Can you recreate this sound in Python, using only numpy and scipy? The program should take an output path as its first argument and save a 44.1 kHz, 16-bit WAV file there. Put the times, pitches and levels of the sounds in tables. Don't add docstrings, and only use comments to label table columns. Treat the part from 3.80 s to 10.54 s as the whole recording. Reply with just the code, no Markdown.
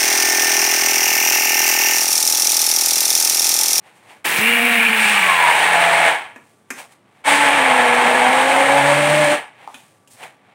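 import sys
import numpy as np
from scipy import signal
from scipy.fft import rfft, irfft, next_fast_len
from scipy.io import wavfile

SR = 44100
rng = np.random.default_rng(int(sys.argv[2]) if len(sys.argv) > 2 else 0)


def pcm_store(signal):
    levels = np.round(np.clip(np.atleast_2d(signal), -1, 1) * 32767)
    wavfile.write(sys.argv[1], SR, levels.astype(np.int16).T)


N = 297234
TIME = np.arange(N) / SR
FFT_SIZE = next_fast_len(N, True)
BINS = np.maximum(np.fft.rfftfreq(FFT_SIZE, 1 / SR), 1)


def from_db(db):
    return 10 ** (np.asarray(db) / 20)


def rms(x):
    return np.sqrt(np.mean(x ** 2) + 1e-20)


def at_hz(points, hz):
    points = np.array(points)
    return np.interp(np.log(hz), np.log(points[:, 0]), points[:, 1])


def drift(rate):
    r = np.exp(-80 * np.pi * rate / SR)
    noise = rng.standard_normal(N // 40 + 2002)
    slow = signal.lfilter([1], [1, -2 * r, r * r], noise)[2000:]
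    return np.interp(np.arange(N) / 40, np.arange(len(slow)), slow / rms(slow))


def ramp(start, length_s):
    return np.clip((TIME - start) / length_s, 0, 1)


def swell(start, end, rise_s, fall_s):
    below = np.maximum(start - TIME, 0) / rise_s + np.maximum(TIME - end, 0) / fall_s
    return from_db(-20 * np.minimum(below, 8))


def band(low_hz, high_hz):
    return ((1 + (low_hz / BINS) ** 12) * (1 + (BINS / high_hz) ** 12)) ** -.5


def coloured(x, response):
    y = irfft(rfft(x, FFT_SIZE) * response, FFT_SIZE)[:N]
    return y / rms(y)


def resonate(x, modes):
    out = 0
    for k, (hz, width, db) in enumerate(modes):
        r = np.exp(-np.pi * width / SR)
        zeros = np.array([1, 0, -1]) * (1 - r * r) / 2
        poles = [1, -2 * r * np.cos(2 * np.pi * hz / SR), r * r]
        out = out + (-1) ** k * from_db(db) * signal.lfilter(zeros, poles, x)
    return out


def grains(per_s, spread_db):
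    sizes = from_db(spread_db * np.minimum(rng.exponential(1, N), 5))
    return (rng.random(N) < per_s / SR) * sizes * rng.choice([-1, 1], N)


def burst(s, t60):
    age = np.clip(TIME - s, 0, 1)
    return rng.standard_normal(N) * (TIME >= s) * from_db(-60 * np.minimum(age / t60, 3))


def tone(angle, order, rough):
    phase = order * angle + rough * drift(15)
    return np.sqrt(2) * np.sin(phase) * np.exp(rough * drift(24.5) / 2)


def kitchen(x, wet_db, t60):
    t = TIME[:SR // 2]
    tail = rng.standard_normal(len(t)) * from_db(-60 * t / t60) * (t > .004)
    wet = signal.fftconvolve(x, tail / np.linalg.norm(tail))[:N]
    return (x + from_db(wet_db) * wet) / np.hypot(1, from_db(wet_db))


# on in seconds, off in seconds, attack in seconds, rundown in
# dB per second, blade tone in dB, its octave in dB, the octave's offset at the start in dB, pulp churn in dB,
# sugar grind in dB, change of the grind at the first bite in dB, crystal hiss in dB, its growth in dB per second.
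BURSTS = [(0.442, 2.295, 0.011, 131, -27.5, -35, 4, -19, -16, -4.5, -33, 2),
          (3.439, 5.5326, 0.046, 186, -29, -30.5, -16.5, -16.5, -19, 5.5, -32, 2)]


def running(on, off, attack_s, rundown_db_per_s):
    return ramp(on, attack_s) ** 1.14 * from_db(-rundown_db_per_s * np.clip(TIME - off, 0, 1))


# frequency in Hz, relative level in dB.
BEAKER = [(30, -51), (100, -20.5), (160, -14.5), (230, -14.5), (400, -7), (750, 5.5), (1250, -4), (2200, 0),
          (3200, -8), (5000, -24.5), (7200, -25), (9800, -26), (12000, -32.5), (15500, -35)]
# frequency in Hz, width in Hz, lift in dB.
BEAKER_MODES = [(520, 100, 0.5), (845, 75, 7.5), (936, 14, 5.5), (1093, 26, 5), (1696, 63, 5.5),
                (1821, 56, 4.5), (2203, 350, 3), (8690, 1900, 12.5)]


def beaker(hz):
    lift_db = sum(db / (1 + (2 * (hz - centre) / width) ** 2) for centre, width, db in BEAKER_MODES)
    return from_db(at_hz(BEAKER, hz) + lift_db)


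# time in seconds, turns per second.
SPEED_FIRST = [(0.56, 82), (0.61, 106), (0.68, 117.5), (0.894, 119.2), (1.322, 104.7), (1.616, 81.7),
               (1.782, 76.1), (1.858, 86.3), (2.36, 83)]
SPEED_SECOND = [(3.47, 138.4), (3.5, 144.6), (3.77, 141.9), (3.8, 133.9), (4.06, 121.3), (4.41, 123.7),
                (4.69, 134.1), (5.36, 149.9), (5.6, 146.2)]


def shaft_speed():
    rows = np.array(list(SPEED_FIRST) + list(SPEED_SECOND))
    return np.interp(TIME, rows[:, 0], rows[:, 1]) * (1 + 0.00306 * drift(30.5))


SINK_S, SOAK_S = 0.91, 0.12
CHURN_BUILD_S, DRY_CHURN_DB = 0.88, -14.5
FREE_TURNS_PER_S = 139.5
FREE_LOSS_DB = 0.49
GRIND_SETTLE_S = 0.49
HISS_RUNDOWN = 1.18
# start in seconds, end in seconds, extra hiss in dB.
CAVE_INS = [(0.45, 0.6, 3), (1.21, 1.28, 6), (1.71, 1.8, 3), (3.45, 3.53, 8.5)]
CAVE_IN_RISE_S, CAVE_IN_FALL_S = 0.059, 0.33


def chopping(angle, speed, body):
    bite = from_db(0.32 * np.cos(2 * angle) + 0.85 * np.cos(angle) + 0.85 * drift(50))
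    swarm = kitchen(bite * grains(per_s=16000, spread_db=1.5), wet_db=-8.5, t60=0.37)

    powder = coloured(swarm, body ** 0.57 * band(210, 1000))
    pulp = coloured(swarm, body * band(15, 1290))
    soaked = ramp(SINK_S, SOAK_S)
    build_db = DRY_CHURN_DB * (1 - ramp(SINK_S, CHURN_BUILD_S))
    loss_db = FREE_LOSS_DB * np.maximum(speed - FREE_TURNS_PER_S, 0)
    churn = from_db(build_db - loss_db) * ((1 - soaked) * powder + soaked * pulp)

    grind = coloured(swarm, body * band(1260, 3700))

    fresh_sugar = 1
    for start, end, db in CAVE_INS:
        fresh_sugar = fresh_sugar + (from_db(db) - 1) * swell(start, end, CAVE_IN_RISE_S, CAVE_IN_FALL_S)
    hiss = fresh_sugar * coloured(swarm, body * band(4120, 18000))

    out = 0
    for on, off, attack_s, rundown, _, _, _, churn_db, grind_db, first_bite_db, hiss_db, hiss_growth in BURSTS:
        age = np.clip(TIME - on, 0, off - on)
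        grind_gain = from_db(grind_db + first_bite_db * np.exp(-age / GRIND_SETTLE_S))
        hiss_gain = from_db(hiss_db + hiss_growth * age)
        out = out + running(on, off, attack_s, rundown) * (from_db(churn_db) * churn + grind_gain * grind)
        out = out + running(on, off, attack_s, HISS_RUNDOWN * rundown) * hiss_gain * hiss
    return out


FULL_TURNS_PER_S, HUM_DB_PER_OCTAVE = 115.5, 39
WOBBLE_DB = -61
OCTAVE_BUILD_S = 0.91


def hum(angle, speed):
    speed_db = HUM_DB_PER_OCTAVE * np.log2(speed / FULL_TURNS_PER_S)
    wobble = from_db(WOBBLE_DB + speed_db) * tone(angle, order=1, rough=0.38)
    blade = from_db(np.minimum(speed_db, 0)) * tone(angle, order=2, rough=0.39)
    octave = from_db(speed_db) * tone(angle, order=4, rough=0.45)
    out = 0
    for on, off, attack_s, rundown, blade_db, octave_db, start_db, *_ in BURSTS:
        build_db = start_db * (1 - ramp(on, OCTAVE_BUILD_S))
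        tones = wobble + from_db(blade_db) * blade + from_db(octave_db + build_db) * octave
        out = out + running(on, off, attack_s, rundown) ** 2 * tones
    return out


# start in seconds, end in seconds, multiple of the shaft speed, level in dB.
SWELLS = [(0.66, 0.735, 24, -25.5), (0.813, 0.99, 6, -29), (1.28, 1.33, 8, -26.5), (1.5, 1.52, 12, -19.5),
          (1.65, 1.69, 12, -16), (2.0, 2.28, 8, -22), (1.95, 2.247, 2, -47.5), (3.618, 3.68, 6, -19),
          (3.641, 3.713, 1, -51), (4.06, 4.12, 4, -25.5), (4.442, 4.499, 6, -20.5), (4.94, 4.99, 6, -19.5),
          (5.036, 5.432, 1, -28.5)]
SWELL_RISE_S, SWELL_FALL_S = 0.18, 0.13
SWELL_THROB = .55


def whine(angle):
    out = 0
    for start, end, multiple, db in SWELLS:
        k = round(multiple)
        throb = 1 + SWELL_THROB * min(k / 12, 1) * np.cos(angle)
        gain = from_db(db) * swell(start, end, SWELL_RISE_S, SWELL_FALL_S)
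        out = out + gain * throb * tone(angle, order=k, rough=0.25 * k ** 0.16)
    return out * sum(running(*row[:4]) for row in BURSTS)


# frequency in Hz, width in Hz, relative level in dB.
BELL_MODES = [(2340, 150, -22), (2800, 210, -28), (10650, 740, 4.5), (12400, 90, 6), (13500, 110, 5),
              (15650, 630, 3.5)]
SPRAY_RING_DB, SPRAY_SIZZLE_DB = -17.5, -31
SPRAY_FULL_S, SPRAY_WET_S = 0.73, 1.25
SPRAY_RISE_S, SPRAY_FALL_S = 0.41, 0.91
SIZZLE_END_S, SIZZLE_FALL_S = 0.8, 1.7
PLAIN_HISS_DB = -5.5


def spray(angle):
    throw = from_db(4.9 * np.cos(2 * angle))
    hits = grains(per_s=6500, spread_db=4.0) * throw
    ring = resonate(hits, BELL_MODES[:2])
    sizzle = resonate(hits, BELL_MODES[2:])
    hiss_grains = grains(per_s=7400, spread_db=3.5) * throw
    plain_hiss = from_db(PLAIN_HISS_DB) * coloured(hiss_grains, band(9800, 16000))
    wetting = swell(SPRAY_FULL_S, SPRAY_WET_S, SPRAY_RISE_S, SPRAY_FALL_S)
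    ring_gain = from_db(SPRAY_RING_DB + 1.4 * drift(25)) * wetting
    sizzle_gain = from_db(SPRAY_SIZZLE_DB) * swell(0, SIZZLE_END_S, 1, SIZZLE_FALL_S)
    mix = ring_gain * ring / rms(ring) + sizzle_gain * (sizzle / rms(sizzle) + plain_hiss)
    return running(*BURSTS[0][:4]) * mix


CRUST_DB, CRUST_BROKEN_S, CRUST_FALL_S = -26.5, .605, 0.074


def crust():
    rasp = coloured(grains(per_s=13000, spread_db=7.0), band(230, 15000) * BINS ** -.38)
    return from_db(CRUST_DB) * running(*BURSTS[0][:4]) * swell(0, CRUST_BROKEN_S, 1, CRUST_FALL_S) * rasp


# start in seconds, peak in dB before the low cut.
LUMPS = [(0.454, -19), (0.586, -13)]


def lumps():
    out = np.zeros(N)
    for s, peak_db in LUMPS:
        hit = resonate(burst(s, t60=0.011), [(116.5, 70, 9), (3060, 13000, -18.0)])
        out += from_db(peak_db) * hit / np.abs(hit).max()
    return signal.sosfilt(signal.butter(2, 90, "high", fs=SR, output="sos"), out)


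LOW_NOISE_DB = -31


def low_noise(speed):
    noise = coloured(grains(per_s=4600, spread_db=4.0), band(195, 430))
    fast = np.clip((speed - FREE_TURNS_PER_S) / 12, 0, 1)
    return from_db(LOW_NOISE_DB) * fast * running(*BURSTS[1][:4]) * noise


# loudest moment in seconds, rise in seconds for 20 dB,
# fall in seconds for 20 dB, crunch in dB, trickle in dB.
STROKES = [(0.07, 0.079, 0.16, -48.5, -60.5), (0.17, 0.036, 0.059, -68, -61),
           (0.315, 0.14, 0.14, -43.5, -55), (2.7, 0.7, 0.33, -63, -62.5), (2.995, 0.059, 0.076, -33.5, -39),
           (3.124, 0.028, 0.052, -52, -55), (3.4, 0.34, 0.16, -55, -67), (5.82, 0.14, 0.16, -44.5, -67.5),
           (5.968, 0.18, 0.31, -53, -53), (6.315, 0.019, 0.14, -61, -48),
           (6.435, 0.053, 0.078, -32.5, -45.5), (6.7, .3, .4, -54, -73)]


def stirring(body):
    crystals = grains(per_s=3800, spread_db=1.5)
    damped = body ** 0.49 * from_db(at_hz(BEAKER, BINS)) ** 0.39
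    crunch = coloured(crystals, damped * band(120, 4500))
    trickle = coloured(crystals, damped * band(4750, SR) * BINS ** 0.2)
    out = 0
    for s, rise_s, fall_s, crunch_db, trickle_db in STROKES:
        mix = from_db(crunch_db) * crunch + from_db(trickle_db) * trickle
        out = out + swell(s, s, rise_s, fall_s) * mix
    return out


CRACK_DB = 1.5
# start in seconds, peak in dB before the room's ring,
# brightness of the tap in dB, ring of the struck spot in Hz.
TAPS = [(2.56, -27, -19, 2230), (2.904, -13.5, -8.5, 1680), (5.943, -24.5, -10, 3440),
        (6.275, -37, 2, 3270)]
# frequency in Hz, width in Hz, relative level in dB.
TAP_MODES = [(260, 44, 6), (820, 660, 0), (1760, 120, 5.5), (2470, 240, 5.5)]
# start in seconds, peak in dB before the room's ring.
PLOPS = [(5.876, -18.5), (5.886, -27)]


def knocks():
    out = np.zeros(N)
    for s, peak_db, brightness_db, ring_hz in TAPS:
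        contact = burst(s, t60=0.057)
        wall = resonate(contact, TAP_MODES) + resonate(contact, [(ring_hz, 750, 0)])
        crack = resonate(contact, [(7240, 3100, 0)])
        tap = wall / rms(wall) + from_db(CRACK_DB + brightness_db) * crack / rms(crack)
        out += from_db(peak_db) * tap / np.abs(tap).max()
    for s, peak_db in PLOPS:
        click = 1.0 * (np.arange(N) == round(s * SR)) + 1e-18
        plop = resonate(click, [(845, 75, 0), (1250, 250, -17)])
        out += from_db(peak_db) * plop / np.abs(plop).max()
    return kitchen(out, wet_db=-3.5, t60=0.32)


# frequency in Hz, relative level in dB per Hz.
AMBIENCE = [(59, -28), (100, 8.5), (477, 3), (1130, -3), (5510, -24.5), (8580, -31), (15500, -47.5)]
AMBIENCE_DB = -58
ROOM_TONE_HZ, ROOM_TONE_DB = 1160, -69


def background():
    colour = from_db(at_hz(AMBIENCE, BINS)) * band(60, SR)
    air = coloured(rng.standard_normal(N), colour)
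    room_tone = tone(2 * np.pi * ROOM_TONE_HZ * TIME, order=1, rough=.3)
    return from_db(AMBIENCE_DB) * air + from_db(ROOM_TONE_DB) * room_tone


def scene():
    speed = shaft_speed()
    angle = 2 * np.pi * np.cumsum(speed) / SR
    body = beaker(BINS)
    blender = chopping(angle, speed, body) + hum(angle, speed) + whine(angle)
    blender = blender + spray(angle) + crust() + lumps() + low_noise(speed)
    handling = stirring(body) + knocks()
    return (blender + handling + background())[None]


def record(dry):
    rounded = dry / (1 + dry ** 6) ** (1 / 6)
    return signal.sosfilt(signal.ellip(12, .2, 80, 15780, fs=SR, output="sos"), rounded)


dry = scene()
out = record(dry)
pcm_store(out)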